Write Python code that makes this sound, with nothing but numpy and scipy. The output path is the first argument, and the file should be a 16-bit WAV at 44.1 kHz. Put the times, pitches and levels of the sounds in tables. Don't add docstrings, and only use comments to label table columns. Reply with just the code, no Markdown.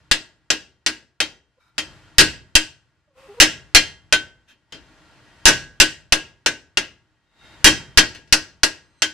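import sys
import numpy as np
from scipy import signal
from scipy.fft import rfft, irfft
from scipy.io import wavfile
from scipy.ndimage import uniform_filter1d

SR = 44100
rng = np.random.default_rng(int(sys.argv[2]) if len(sys.argv) > 2 else 0)


def wav_out(sig):
    wavfile.write(sys.argv[1], SR, np.round(np.clip(np.atleast_2d(sig).T, -1, 1) * 32767).astype(np.int16))


N = 402633

# (time [s], clash [dB], brightness [dB per octave], low bar ring [dB], high bar ring [dB],
#  seat ring [dB], overload thump [dB])
BLOWS = [(0.113, -6.5, 2.5, -19, -17, -12, -17), (0.503, -8.5, 2, -15.5, -18.5, -17, -34),
         (0.863, -10.5, 2, -17.5, -24.5, -14.5, -35.5), (1.203, -11, 1.5, -26, -13.5, -11.5, -39.5),
         (1.781, -16, 1.7, -22, -10, -13, -57), (2.183, 10.5, 2.5, -18, -24.5, -19, -9.5),
         (2.553, -2, 4, -13, -10, -19.5, -7.5), (3.401, 7.5, 2.5, -17, -20, -13.5, -11),
         (3.748, 5, 3, -21.5, -16.5, -13, -8), (4.125, -6.5, 0.8, -7.5, -8, -11.5, -28),
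         (4.482, -65, -1, -11, -23, -11.5, -70), (4.508, -65, -2.5, -14, 2, -2, -70),
         (4.723, -36, -1, -12.5, -3, -7.5, -55), (4.745, -45.5, -3.5, -16, -16, -24, -60),
         (5.455, 12, 2.5, -15, -21, -20, -8.5), (5.801, 3.5, 3, -18.5, -21, -17.5, -11.5),
         (6.123, -3.5, 2, -13.5, -31, -20.5, -14), (6.461, -8.5, 1.4, -15, -26.5, -14, -32),
         (6.772, -9.5, 1.35, -18.5, -20, -17, -28.5), (7.644, 12.5, 2, -23, -19.5, -17.5, -7.5),
         (7.974, 5.5, 2.1, -11.5, -19.5, -17.5, -8), (8.148, -40.5, 1.5, -8, -25, -9.5, -48),
         (8.275, -60.5, 1.5, -18.5, -17.5, -19, -71), (8.325, -1, 3, -20.5, -29.5, -47, -13.5),
         (8.633, -4.5, 2.5, -12.5, -37, -20, -21), (9.02, -10.5, 2.5, -12.5, -9.5, -13.5, -41)]
# (time [s], rustle [dB], rumble [dB])
BACKGROUND = [(0, -60.5, -59), (.3, -68, -69), (1.3, -75, -79), (1.74, -70, -73), (1.84, -48, -54),
              (2.1, -54.5, -59), (2.6, -65, -64.5), (3.14, -73.5, -75.5), (3.2, -56, -74.5),
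              (3.45, -55.5, -56), (4.1, -64, -60.5), (4.68, -70, -75), (4.78, -55, -68), (5.45, -53, -64.5),
              (6.1, -66.5, -61.5), (7.3, -69.5, -75), (7.45, -50.5, -75), (7.7, -48, -52.5),
              (8.3, -65, -59.5), (9.13, -64, -73)]


def amp(db):
    return 10 ** (np.asarray(db) / 20)


def rms_one(x):
    return x / np.sqrt(np.mean(x ** 2) + 1e-20)


def in_time(rows, outside=None):
    times, *columns = np.transpose(rows)
    t = np.arange(N) / SR
    return [np.interp(t, times, column, outside, outside) for column in columns]


def at_hz(points, hz):
    table_hz, values = np.array(points).T
    return np.interp(np.log(hz), np.log(table_hz), values)


def follows(rule):
    start_db, db_per_clash_db = rule
    return start_db + db_per_clash_db * np.array(BLOWS)[:, 1]


def strikes(level_db):
    clicks = np.full(N, 1e-18)
    clicks[(np.array(BLOWS)[:, 0] * SR).astype(int)] = amp(level_db)
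    return clicks


def dying(clicks, t60):
    return signal.lfilter([1], [1, -amp(-60 / (t60 * SR))], clicks)


def smoothed(x, seconds):
    keep = np.exp(-1 / (SR * seconds))
    return signal.lfilter([1 - keep], [1, -keep], x)


def ring(drive, hz, t60):
    radius = amp(-60 / (t60 * SR))
    angle = 2 * np.pi * hz / SR
    return signal.lfilter([0, np.sin(angle)], [1, -2 * radius * np.cos(angle), radius ** 2], drive)


def swell(s, rise_s, hold_s, fall_s, level_db):
    corners = np.cumsum([s - rise_s, rise_s, hold_s, fall_s])
    levels = level_db - np.array([30, 0, 0, 30])
    return amp(in_time(list(zip(corners, levels)), outside=-200)[0])


def waver():
    size = int(.012 * SR)
    once = uniform_filter1d(rng.standard_normal(N), size)
    return rms_one(uniform_filter1d(once, size))


def port_noise(crowd_db=0):
    # (frequency [Hz], likeness [0 to 1])
    likeness = [(60, 0.29), (180, 1), (540, 0.94), (1620, 0.74), (4840, 0.33), (14500, 0.012)]
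    # (frequency [Hz], level [dB])
    sides = [(60, 1), (180, 1), (540, 2), (1620, 1), (4840, 1), (14500, -4)]
    hz = np.maximum(np.arange(N // 2 + 1) * SR / N, 10)
    left, other = rfft(rng.standard_normal((2, N)))
    alike = np.clip(at_hz(likeness, hz), 0, 1)
    right = alike * left + np.sqrt(1 - alike ** 2) * other
    tilt = amp(at_hz(sides, hz) / 2)
    spacing_hz = 30
    knots = np.arange(0, SR / 2 + spacing_hz, spacing_hz)
    bumps = np.interp(hz, knots, rng.standard_normal(len(knots)))
    crowd = rms_one(amp(crowd_db * np.minimum(hz / 1200, 1) * bumps))
    return irfft(crowd * np.array([left * tilt, right / tilt]), N)


def rumble():
    # (level at a 0 dB clash [dB], change per dB of clash [dB])
    boom_rule = (-44, 1)
    boom_t60_s, boom_rise_s = 0.58, .04
    band = signal.butter(3, [48, 150], "band", fs=SR, output="sos")
    boom = smoothed(dying(strikes(follows(boom_rule)), boom_t60_s), boom_rise_s)
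    steady = amp(in_time(BACKGROUND)[1])
    return np.hypot(steady, boom) * rms_one(signal.sosfilt(band, port_noise()))


def whine():
    # (time [s], level [dB])
    whine_level = [(8.75, -68.5), (8.848, -77), (8.972, -76), (8.992, -66.5), (9.02, -71)]
    # (frequency [Hz], level [dB])
    whine_lines = [(4086, -75.5), (6137, -77.5), (8188, -79)]
    t = np.arange(N) / SR
    lines = sum(amp(level_db) * np.sin(2 * np.pi * hz * t) for hz, level_db in whine_lines)
    return amp(in_time(whine_level, outside=-200)[0]) * rms_one(lines)


def squeak(s, length, first_hz, last_hz, level_db):
    fade_s, octave_db = 0.011, -12
    waver_share, waver_db = .02, 4
    hz, = in_time([(s, first_hz), (s + length, last_hz)])
    phase = 2 * np.pi * np.cumsum(hz * (1 + waver_share * waver())) / SR
    gain = swell(s, fade_s, length, fade_s, level_db) * amp(waver_db * waver())
    tone = np.sin(phase) + amp(octave_db) * np.sin(2 * phase)
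    return np.sqrt(2) * gain * tone


def rub(stroke, peaks):
    noise = port_noise()
    body = 0
    for hz, width, level_db in peaks:
        resonance = rms_one(signal.lfilter(*signal.iirpeak(hz, hz / width, SR), noise))
        body = body + amp(level_db) * np.sqrt(width) * resonance
    return swell(*stroke) * rms_one(body)


def overload_thump():
    t60_s, low_hz, high_hz = .1, 12, 220
    side_db = 3
    push = dying(strikes(np.array(BLOWS)[:, -1]), t60_s)
    band = signal.butter(1, [low_hz, high_hz], "band", fs=SR, output="sos")
    return amp([[side_db / 2], [-side_db / 2]]) * signal.sosfilt(band, push)


def steel():
    # (frequency [Hz], level [dB], time to fall 60 dB [s], body [number])
    modes = [(311, -6, .13, 0), (556, -17, .09, 0), (1071, -19, .09, 0), (1520, -9, .18, 1),
             (1630, -9, .19, 1), (1871, -13, .11, 3), (2062, -12, .15, 3), (2248, -11, .12, 3),
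             (2412, -11, .12, 3), (2570, -10, .11, 3), (2735, -12, .1, 3), (2905, -11, .11, 3),
             (3162, -5, .14, 2), (3237, -10, .1, 2), (3467, -12, .1, 3), (3563, -12, .1, 3),
             (3812, -11, .12, 3), (4130, -10, .12, 3), (4379, -12, .11, 3), (4825, -13, .1, 3),
             (5287, -14, .11, 3), (5971, -14, .09, 3), (6385, -17, .08, 3), (6803, -19, .08, 3)]
    twin_longer = [1.0, 2.45, 2.8, 2.7]
    # (level at a 0 dB clash [dB], change per dB of clash [dB])
    bench_rule = (-19.5, .7)
    chatter_db, chatter_s = -18.5, .12
    scrape_db = -35
    bench_build_s = .095
    twin_hz, twin_db = 11, -20
    s, clash_db, bright, low_db, high_db, seat_db = np.transpose(BLOWS)[:6]
    ring_db = [follows(bench_rule) - clash_db, low_db, high_db, seat_db]
    noise = port_noise()
    scrape = amp(in_time(BACKGROUND)[0] + scrape_db) * noise
    strengths = 2 * rng.standard_normal((len(s), len(modes)))
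    split = twin_hz * rng.uniform(.5, 1.5, len(modes))
    out = np.zeros((2, N))
    for k, (hz, level_db, t60, body) in enumerate(modes):
        clicks = strikes(clash_db + ring_db[body] + strengths[:, k])
        if body == 0:
            drive = clicks + scrape
            for stage in range(2):
                drive = ring(drive, hz, bench_build_s) * 20 / (bench_build_s * SR)
        else:
            chatter = amp(chatter_db) * dying(clicks, chatter_s) * noise
            drive = clicks + chatter + scrape
        twin = amp(twin_db) * ring(drive[::-1], hz + split[k], t60 * twin_longer[body])
        out += amp(level_db) * (ring(drive, hz, t60) + twin)
    return out


def clash_and_rustle():
    # (frequency [Hz], level [dB per Hz])
    clash_colour = [(24, -50), (40, -18), (181, -15), (329, -7), (1320, -19), (1610, -5), (2390, -9.5),
                    (3220, 3), (3470, -10), (5280, -7), (9820, -24), (13900, -54), (15000, -62.5)]
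    # (frequency [Hz], level [dB per Hz])
    rustle_colour = [(24, -33.5), (40, 0.5), (65, -0.5), (245, -8), (313, -6), (401, -11.5), (1580, -11),
                     (7770, -26), (11500, -40.5), (14000, -67)]
    # (frequency [Hz], time to fall 60 dB [s])
    clash_t60 = [(60, 0.55), (160, 0.32), (420, 0.17), (1100, 0.16), (2900, 0.076), (7700, 0.097),
                 (14000, 0.11)]
    # (frequency [Hz], time to fall 60 dB [s])
    tail_t60 = [(60, 0.68), (300, .5), (1100, 0.39), (2900, 0.3), (7700, 0.3), (14000, 0.043)]
    # (level at a 0 dB clash [dB], change per dB of clash [dB])
    tail_rule = (-17.5, .75)
    # (level at a 0 dB clash [dB], change per dB of clash [dB])
    pan_rule = (1, -0.067)
    tail_tilt_db = -1
    rustle_bright_db = -0.34
    s, clash_db, bright = np.transpose(BLOWS)[:3]
    tail_db = follows(tail_rule) - clash_db
    rustle_db = in_time(BACKGROUND)[0]
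    edges = 32 * 2 ** (np.arange(28) / 3)
    centres = np.sqrt(edges[1:] * edges[:-1])

    def share(colour):
        colour_db = at_hz(colour, centres)
        power = np.sum(amp(2 * colour_db) * np.diff(edges)) * 2 / SR
        return colour_db - 10 * np.log10(power)

    white = [port_noise(crowd_db=5), port_noise(crowd_db=5)]
    uneven = 1.5 * rng.standard_normal((len(s), len(centres)))
    latest_blow = np.maximum(np.searchsorted(s * SR, np.arange(N)) - 1, 0)
    side = amp(np.array([[.5], [-.5]]) * follows(pan_rule)[latest_blow])
    out = 0
    for k, (hz, clash, rustle) in enumerate(zip(centres, share(clash_colour), share(rustle_colour))):
        octaves = np.log2(hz / 2500)
        level = clash_db + clash + bright * octaves + uneven[:, k]
        fast = dying(strikes(level), at_hz(clash_t60, hz))
        slow = dying(strikes(level + tail_db + tail_tilt_db * octaves), at_hz(tail_t60, hz))
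        rise_s = max(0.00011, 0.24 / hz)
        blow = smoothed(np.hypot(fast, slow), rise_s)
        band_filter = signal.butter(2, edges[k:k + 2], "band", fs=SR, output="sos")
        band = signal.sosfilt(band_filter, white[k % 2])
        rustle_gain = amp(rustle_db + rustle + rustle_bright_db * octaves)
        out = out + band * np.hypot(blow * side, rustle_gain)
    return out


def scene():
    # (time [s], length [s], first pitch [Hz], last pitch [Hz], level [dB])
    squeak_notes = [(1.575, 0.012, 527, 525, -66), (3.08, .055, 604, 528, -69.5),
                    (3.158, 0.055, 492, 556, -58), (3.227, 0.047, 531, 543, -49.5),
                    (3.288, 0.056, 404, 420, -43.5), (3.348, 0.072, 488, 500, -45)]
    # (time at full level [s], fade-in [s], hold [s], fade-out [s], level [dB])
    strokes = [(1.606, .03, 0.085, 0.1, -63), (3.18, 0.055, 0.32, .01, -56),
               (4.487, .02, 0.031, 0.056, -53.5), (7.444, 0.22, 0.1, .12, -55.5)]
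    # (frequency [Hz], width [Hz], level [dB])
    light_peaks = [(1020, 19, -3), (1360, 140, 2), (2280, 56, -3), (3750, 91, -5), (5030, 84, -11)]
    # (frequency [Hz], width [Hz], level [dB])
    firm_peaks = [(820, 90, -4), (1150, 300, -4), (1900, 400, -11), (2500, 300, -10), (4510, 200, -20),
                  (6450, 150, -21), (7840, 240, -22)]
    # (frequency [Hz], width [Hz], level [dB])
    short_peaks = [(1700, 200, 0), (2620, 100, 3), (3160, 60, 0), (3500, 150, -6), (5270, 200, -12),
                   (5950, 200, -15)]
    # (frequency [Hz], width [Hz], level [dB])
    long_peaks = [(1550, 79, -19), (2130, 32, -0.5), (2740, 54, -4.5), (3720, 52, 2)]
    squeaks = sum(squeak(*note) for note in squeak_notes)
    rubs = sum(map(rub, strokes, [light_peaks, firm_peaks, short_peaks, long_peaks]))
    return rumble() + whine() + squeaks + rubs + steel() + clash_and_rustle()


def record(dry):
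    limit_db, release_db_s, attack_s = 7.5, 503, .0006
    hardness = 24
    loudest_db = 20 * np.log10(np.abs(dry).max(axis=0) + 1e-9)
    over_db = np.maximum(loudest_db - limit_db, 0)
    fall = release_db_s * np.arange(N) / SR
    held_db = np.maximum.accumulate(over_db + fall) - fall
    limited = dry * amp(-smoothed(held_db, attack_s))
    squeezed = limited / (1 + np.abs(limited) ** hardness) ** (1 / hardness)
    flattened = np.clip(squeezed + overload_thump(), -1, 1)
    cut = signal.cheby2(10, 26, 15100, fs=SR, output="sos")
    return signal.sosfilt(cut, .96 * flattened)


dry = scene()
out = record(dry)
wav_out(out)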